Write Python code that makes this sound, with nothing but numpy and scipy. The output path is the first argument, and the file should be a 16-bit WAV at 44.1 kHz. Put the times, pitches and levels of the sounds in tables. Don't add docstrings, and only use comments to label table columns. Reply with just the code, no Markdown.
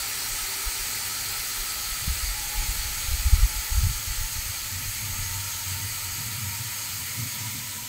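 import sys
import numpy as np
from scipy import signal
from scipy.fft import rfft, irfft, next_fast_len
from scipy.io import wavfile

SR = 44100
rng = np.random.default_rng(int(sys.argv[2]) if len(sys.argv) > 2 else 0)


def gain_from_db(level_db):
    decades = np.asarray(level_db, float) / 20
    return 10 ** decades


def master(y):
    cut = np.clip(np.atleast_2d(y).T, -1, 1)
    pcm = np.round(cut * 32767)
    wavfile.write(sys.argv[1], SR, pcm.astype(np.int16))


N = 347502


def jet(patchy_db, surge_db):
    # pitch in Hz, level in dB per Hz.
    hiss_colour = [(250, -7.5), (600, -7.5), (1100, -6.5), (1600, -2.5), (3500, 1.5), (5500, -1.5),
                   (8500, 3.5), (10200, -1.5), (12800, 0.5), (15500, 3)]
    # pitch in Hz, width in Hz, level in dB at start, half
    jet_modes = [(783, 59, -26.5, -64, -48), (904, 110, -21.5, -28, -23), (1195, 53, -29, -23, -25),
                 (1345, 143, -18.5, -18, -16), (1281, 76, -20, -24, -25), (1463, 90, -26, -28.5, -52),
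                 (1955, 330, -17, -18, -13.5), (1720, 86, -21.5, -19.5, -21), (2260, 590, -14.5, -12, -10),
                 (2938, 210, -26, -21, -17.5), (3230, 110, -36, -22, -33), (4244, 500, -12, -12, -14.5),
                 (4575, 520, -10.5, -12.5, -11),
                 (4867, 150, -17.5, -20, -18), (5200, 70, -22.5, -21, -19),
                    (5750, 360, -14.5, -18.5, -22), (6310, 250, -20, -13.5, -14),
                    (6624, 320, -15.5, -9, -7.5), (7350, 320, -20, -17.5, -13),
                    (7730, 310, -12, -14, -11.5), (8180, 800, -16, -13, -12),
                    (8900, 360, -11.5, -20, -14.5), (11100, 400, -16, -14.5, -21),
                    (11630, 320, -44, -19, -15), (12270, 470, -23, -16.5, -18), (13600, 400, -37, -21, -14),
                    (14700, 500, -42, -31, -19)]
    # time in seconds, level in dB.
    flow = [
        (0, -32),
        (1.5, -32.5),
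        (3.1, -33),
        (4.6, -35),
        (5.5, -34.5),
        (6.4, -35.5),
        (7.0, -35.5),
        (7.35, -34.5),
        (7.7, -34.8),
        (7.88, -36.5),
    ]
    hiss_db, = in_time(flow)
    t = np.arange(N) / SR
    draw_up_s, draw_up_takes_s = 6.94, 0.84
    drawn = np.clip((t - draw_up_s) / draw_up_takes_s, 0, 1)
    spray_db = 0.2 * (t - t.mean()) - 2.5 * drawn
    splash_db = -0.11 * (t - t.mean()) - 1 * drawn
    together_db = surge_db * (drift(3.3) + 0.18 * drift(5.7))

    def tilt_db(hz):
        return spray_db * (hz > 9500) + splash_db * (hz < 3000)

    out = np.zeros(N)
    white = rng.standard_normal((2, N))
    edges = np.geomspace(200, 17000, 21)
    colour_hz, colour_db = np.transpose(hiss_colour)
    for k, (low, high) in enumerate(zip(edges, edges[1:])):
        band_filter = signal.butter(2, [low, high], "band", fs=SR, output="sos")
        band = signal.sosfilt(band_filter, white[k % 2])
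        hz = np.sqrt(low * high)
        band_db = np.interp(np.log(hz), np.log(colour_hz), colour_db)
        flicker_db = patchy_db * (1 - 0.34 * (hz > 9500)) * drift(25)
        out += band * gain_from_db(band_db + tilt_db(hz) + flicker_db)
    for hz, width_hz, *levels_db in jet_modes:
        filling_db = np.interp(np.arange(N), [0, N / 2, N], levels_db)
        flicker_db = (1.26 - 0.7 * (hz > 9500)) * drift(4.9)
        mode_db = filling_db - 5 * drawn + tilt_db(hz) + flicker_db
        out += resonant_noise(hz, width_hz) * gain_from_db(mode_db)
    return out * gain_from_db(hiss_db + together_db)


def tank():
    # time in seconds, length in seconds, level in dB.
    whistle_times = [(2.44, 0.14, -46.5), (2.56, .1, -48), (2.67, 0.12, -45.5), (2.9, 0.14, -52),
                     (3.3, 0.066, -47), (3.51, 0.091, -46.5), (3.72, 0.14, -50.5), (4.25, 0.22, -52),
                     (5.3, 0.28, -50.5), (5.65, .3, -51.5), (6.1, 0.36, -53), (6.55, .15, -54),
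                     (6.78, 0.15, -54), (7.22, 0.051, -52), (7.45, 0.092, -49), (7.8, .1, -57)]
    # time in seconds, length in seconds, level in dB.
    neck_rings = [
        (7.15, .16, -45.5),
        (7.45, 0.23, -46.5),
    ]
    t = np.arange(N) / SR
    start_hz, full_at_s = 793, 42
    hz = start_hz / (1 - t / full_at_s)
    hz = hz * (1 + 0.005 * drift(4))
    column_wakes_s = 0.76
    waking = np.clip(0.54 + 0.8 * t / column_wakes_s, 0, 1)
    breath = gliding_noise(hz, width_hz=51) * gain_from_db(-56.5 + 2.3 * drift(8.5)) * waking
    clear = evened(gliding_noise(hz, width_hz=24), share=0.5)
    whistle = clear * swells(whistle_times) * gain_from_db(1.2 * drift(8.8))
    drowned_s, hollow_attack_s = 1.6, 0.13
    hollow_db = -56.5 - 2 * t - 30 * np.maximum(t - drowned_s, 0)
    hollow = evened(resonant_noise(393, 44), share=0.26) * gain_from_db(hollow_db + 1.2 * drift(9))
    hollow = hollow * np.clip(0.2 + t / hollow_attack_s, 0, 1)
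    ring = resonant_noise(2120, 260) * swells(neck_rings)
    return breath + whistle + hollow + ring


def garage(x):
    # delay in milliseconds, gain as a plain factor.
    wall_echoes = [(5.87, -0.067), (9.8, 0.0028), (10.18, 0.14), (11.38, 0.14), (14.38, -0.27),
                   (26.35, 0.14)]
    t60_s, tail_db, wall_cut_hz = 0.47, -10.5, 6700
    t = np.arange(SR // 2) / SR
    tail = rng.standard_normal(len(t)) * gain_from_db(-60 * t / t60_s) * (t > 0.002)
    tail = gain_from_db(tail_db) * tail / np.sqrt(np.sum(tail ** 2))
    for ms, gain in wall_echoes:
        tail[round(ms * SR / 1000)] += gain
    response = signal.lfilter(*signal.butter(1, wall_cut_hz, fs=SR), tail)
    response[0] = 1
    lead = np.concatenate([x[len(t):0:-1], x])
    return signal.fftconvolve(lead, response)[len(t):len(t) + N]


def wind(lumpy_db):
    # time in seconds, level in dB.
    draught = [(0, -48), (.33, -51), (1.9, -46), (2.16, -35), (2.3, -39.5), (2.69, -32.5), (2.92, -36.5),
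               (3.25, -42), (3.38, -32), (3.56, -39), (3.76, -34.5), (3.83, -23), (4.04, -46), (4.45, -38),
               (4.56, -45), (5.97, -46.5), (6.6, -56), (7.88, -59)]
    # time in seconds, peak in dB, pitch in Hz, length in ms.
    pushes = [(.333, -31, 34, 38), (.436, -31, 32, 26), (1.608, -28, 36.4, 45), (2.077, -24, 63, 7),
              (2.08, -18, 130, 6.4), (2.125, -21, 62.3, 22), (2.24, -19.5, 54, 17), (2.296, -25.5, 49, 67),
              (2.597, -18, 41, 36), (2.795, -22.5, 45.3, 24), (3.088, -17, 43, 9.9), (3.14, -15, 48.5, 16),
              (3.154, -22, 49, 9.7), (3.336, -3, 59, 12.4), (3.362, -14, 46.6, 9.6), (3.39, -13.5, 45, 12),
              (3.431, -22, 108, 17), (3.569, -23, 55, 18), (3.592, -23, 61, 17), (3.784, -12, 68, 21),
              (3.815, -20, 65, 22), (3.853, -16, 88, 12), (3.911, -22, 111, 12), (4.108, -21.5, 45.6, 25),
              (4.215, -19.5, 52.5, 8.3), (4.366, -24, 55, 8.8), (5.315, -31, 37, 18)]
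    # time in seconds, peak in dB, pitch in Hz, length in ms.
    pulls = [(0.677, -21, 44, 21), (.815, -31.5, 41, 26), (1.926, -26.5, 41, 19), (2.03, -25.5, 62, 8.2),
             (2.104, -19, 58, 29), (3.119, -18, 51.7, 12), (3.203, -20, 47, 25), (3.265, -12, 55, 20),
             (3.278, -15, 64, 15.5), (3.409, -17, 38, 11), (3.437, -10, 52.6, 39), (3.455, -27, 105, 13),
             (2.16, -35, 100, 16), (3.724, -16, 51, 12), (3.755, -17, 52, 15), (3.838, -21, 113, 17),
             (3.87, -13, 73, 6.9), (3.899, -22, 82, 8.9), (3.962, -29, 44, 27), (4.082, -27, 57, 16),
             (4.193, -20.5, 36, 28), (4.243, -25.5, 39, 40), (4.391, -21.5, 44, 9), (4.887, -30, 35, 29),
             (5.133, -29, 38, 27), (5.217, -29, 38, 47)]
    draught_db, = in_time(draught)
    low_band = signal.butter(2, [20, 65], "band", fs=SR, output="sos")
    lumpy = signal.sosfilt(low_band, rng.standard_normal(N + SR))[SR:] * gain_from_db(lumpy_db * drift(22))
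    out = rms_one(lumpy) * gain_from_db(draught_db - 1.5)
    t = np.arange(-SR // 10, SR // 10) / SR
    for way, eddies in ((1, pushes), (-1.04, pulls)):
        for s, peak_db, hz, ms in eddies:
            bell = np.exp(-np.log(16) * (t * 1000 / ms / 0.94) ** 2)
            puff = bell * np.cos(2 * np.pi * 0.87 * hz * t + 0.22)
            out[round(s * SR) - SR // 10:][:len(t)] += way * gain_from_db(peak_db) * puff
    return signal.sosfiltfilt(signal.butter(1, 11, "high", fs=SR, output="sos"), out)


def traffic():
    # pitch in Hz, width in Hz, level in dB while far, nearing, leaving.
    boom_modes = [(93.5, 13, 2.5, 5.5, -3), (112.3, 19, 3, -8, 1), (144, 15, -8.5, -19.5, -8)]
    # pitch in Hz, width in Hz, level in dB.
    overtone_modes = [(210, 24.3, -1.5), (253.6, 42, -5)]
    # time in seconds, rumble in dB, overtone share in dB.
    nearness = [
        (0, -56, -5.5),
        (2.6, -52.5, -13),
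        (4.4, -53.5, -18.5),
        (5.2, -46, -17.5),
        (6.2, -46.5, -19.5),
        (7.88, -46, -7.5),
    ]
    # time in seconds, length in seconds, level in dB.
    bumps = [(.2, .3, -55), (1.08, 0.36, -48.5), (2.1, 0.18, -53), (3.2, .12, -50), (3.33, .1, -45),
             (4.1, 0.13, -43.5), (4.28, 0.22, -44.5), (4.5, 0.022, -38.5), (4.77, .12, -36),
             (4.88, 0.049, -41.5), (5.05, 0.093, -35), (5.2, 0.14, -35.5), (5.37, 0.13, -39),
             (5.55, 0.044, -44), (5.67, .03, -41), (5.73, 0.039, -33), (5.83, 0.11, -36),
             (5.92, 0.033, -41), (6.08, 0.1, -45), (6.22, 0.094, -34), (6.33, 0.045, -33), (6.45, .12, -37),
             (6.56, 0.23, -37), (6.9, 0.14, -48), (7.0, 0.15, -41), (7.21, 0.075, -32), (7.4, 0.13, -39.5),
             (7.56, 0.11, -37.5), (7.8, .1, -57)]
    rumble_db, overtone_db = in_time(nearness)
    t = np.arange(N) / SR
    low, high = np.zeros(N), np.zeros(N)
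    for hz, width_hz, *levels_db in boom_modes:
        low += resonant_noise(hz, width_hz) * gain_from_db(np.interp(t, [2.5, 5.3, 7.2], levels_db))
    for hz, width_hz, db in overtone_modes:
        high += resonant_noise(hz, width_hz) * gain_from_db(db)
    low = rms_one(low) + gain_from_db(-7) * resonant_noise(103, 55)
    loudness = np.hypot(gain_from_db(rumble_db), swells(bumps)) * gain_from_db(1.64 * drift(42))
    out = evened(rms_one(low), share=0.3) * loudness
    out += evened(rms_one(high), share=0.71) * loudness * gain_from_db(overtone_db + 1.63 * drift(7.5))
    return signal.sosfilt(signal.butter(4, 62, "high", fs=SR, output="sos"), out)


def rms_one(x):
    return x / np.sqrt(np.mean(x ** 2) + 1e-20)


def in_time(rows):
    s, *columns = np.transpose(rows)
    return [np.interp(np.arange(N) / SR, s, c) for c in columns]


def drift(rate):
    r = np.exp(-80 * np.pi * rate / SR)
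    slow = signal.lfilter([1], [1, -2 * r, r * r], rng.standard_normal(N // 40 + 4002))[4000:]
    return np.interp(np.arange(N) / 40, np.arange(len(slow)), rms_one(slow - slow.mean()))


def resonant_noise(hz, width_hz):
    r = np.exp(-np.pi * width_hz / SR)
    stage = [1, 0, -1, 1, -2 * r * np.cos(2 * np.pi * hz / SR), r * r]
    return rms_one(signal.sosfilt([stage, stage], rng.standard_normal(N + 8000))[8000:])


def gliding_noise(hz, width_hz):
    phase = 2 * np.pi * np.cumsum(hz) / SR
    return rms_one(drift(width_hz) * np.cos(phase) + drift(width_hz) * np.sin(phase))


def evened(x, share):
    envelope = np.abs(signal.hilbert(x, next_fast_len(N))[:N])
    return rms_one(x / (envelope + 1.0) ** np.clip(share, 0, 1))


def swells(rows):
    t = np.arange(0, N + 40, 40) / SR
    power = np.zeros(len(t))
    for s, length_s, db in rows:
        power += gain_from_db(2 * db) * np.exp(-np.log(16) * ((t - s) / length_s) ** 2)
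    return np.interp(np.arange(N) / SR, t, np.sqrt(power))


def scene():
    water = garage(jet(patchy_db=1.25, surge_db=0.11) * gain_from_db(0.5)) + tank()
    mono = water + wind(lumpy_db=3.5) + traffic()
    return np.stack([mono, mono])


def low_pass(x):
    return signal.sosfilt(signal.butter(12, 15910, fs=SR, output="sos"), x)


def record(dry):
    patches, frame, first = 38, 2048, 805
    lowest_hz, highest_hz, width_hz = 4200, 14500, 1350
    side = np.zeros(N + frame)
    hz = np.arange(frame // 2 + 1) * SR / frame
    fade = signal.windows.kaiser_bessel_derived(frame, 4 * np.pi)
    places = rng.random((patches, 2))
    noises = rng.standard_normal((patches, frame))
    for (when, where), noise in zip(places, noises):
        low_hz = lowest_hz + where * (highest_hz - lowest_hz)
        start = first + (2 + int(when * (2 * N // frame - 4))) * frame // 2
        band = (hz > low_hz) & (hz < low_hz + width_hz)
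        before = rfft(dry[0, start - frame:start])[band]
        level = np.sqrt(np.mean(np.abs(before) ** 2) / frame)
        side[start:start + frame] += irfft(rfft(noise) * band) * level * fade * gain_from_db(-3.5)
    top_cut = signal.ellip(12, 0.3, 60, 15730, fs=SR, output="sos")
    mix = signal.sosfilt(top_cut, dry + side[:N] * [[1], [-1]])
    return low_pass(mix)


dry = scene()
out = record(dry)
master(out)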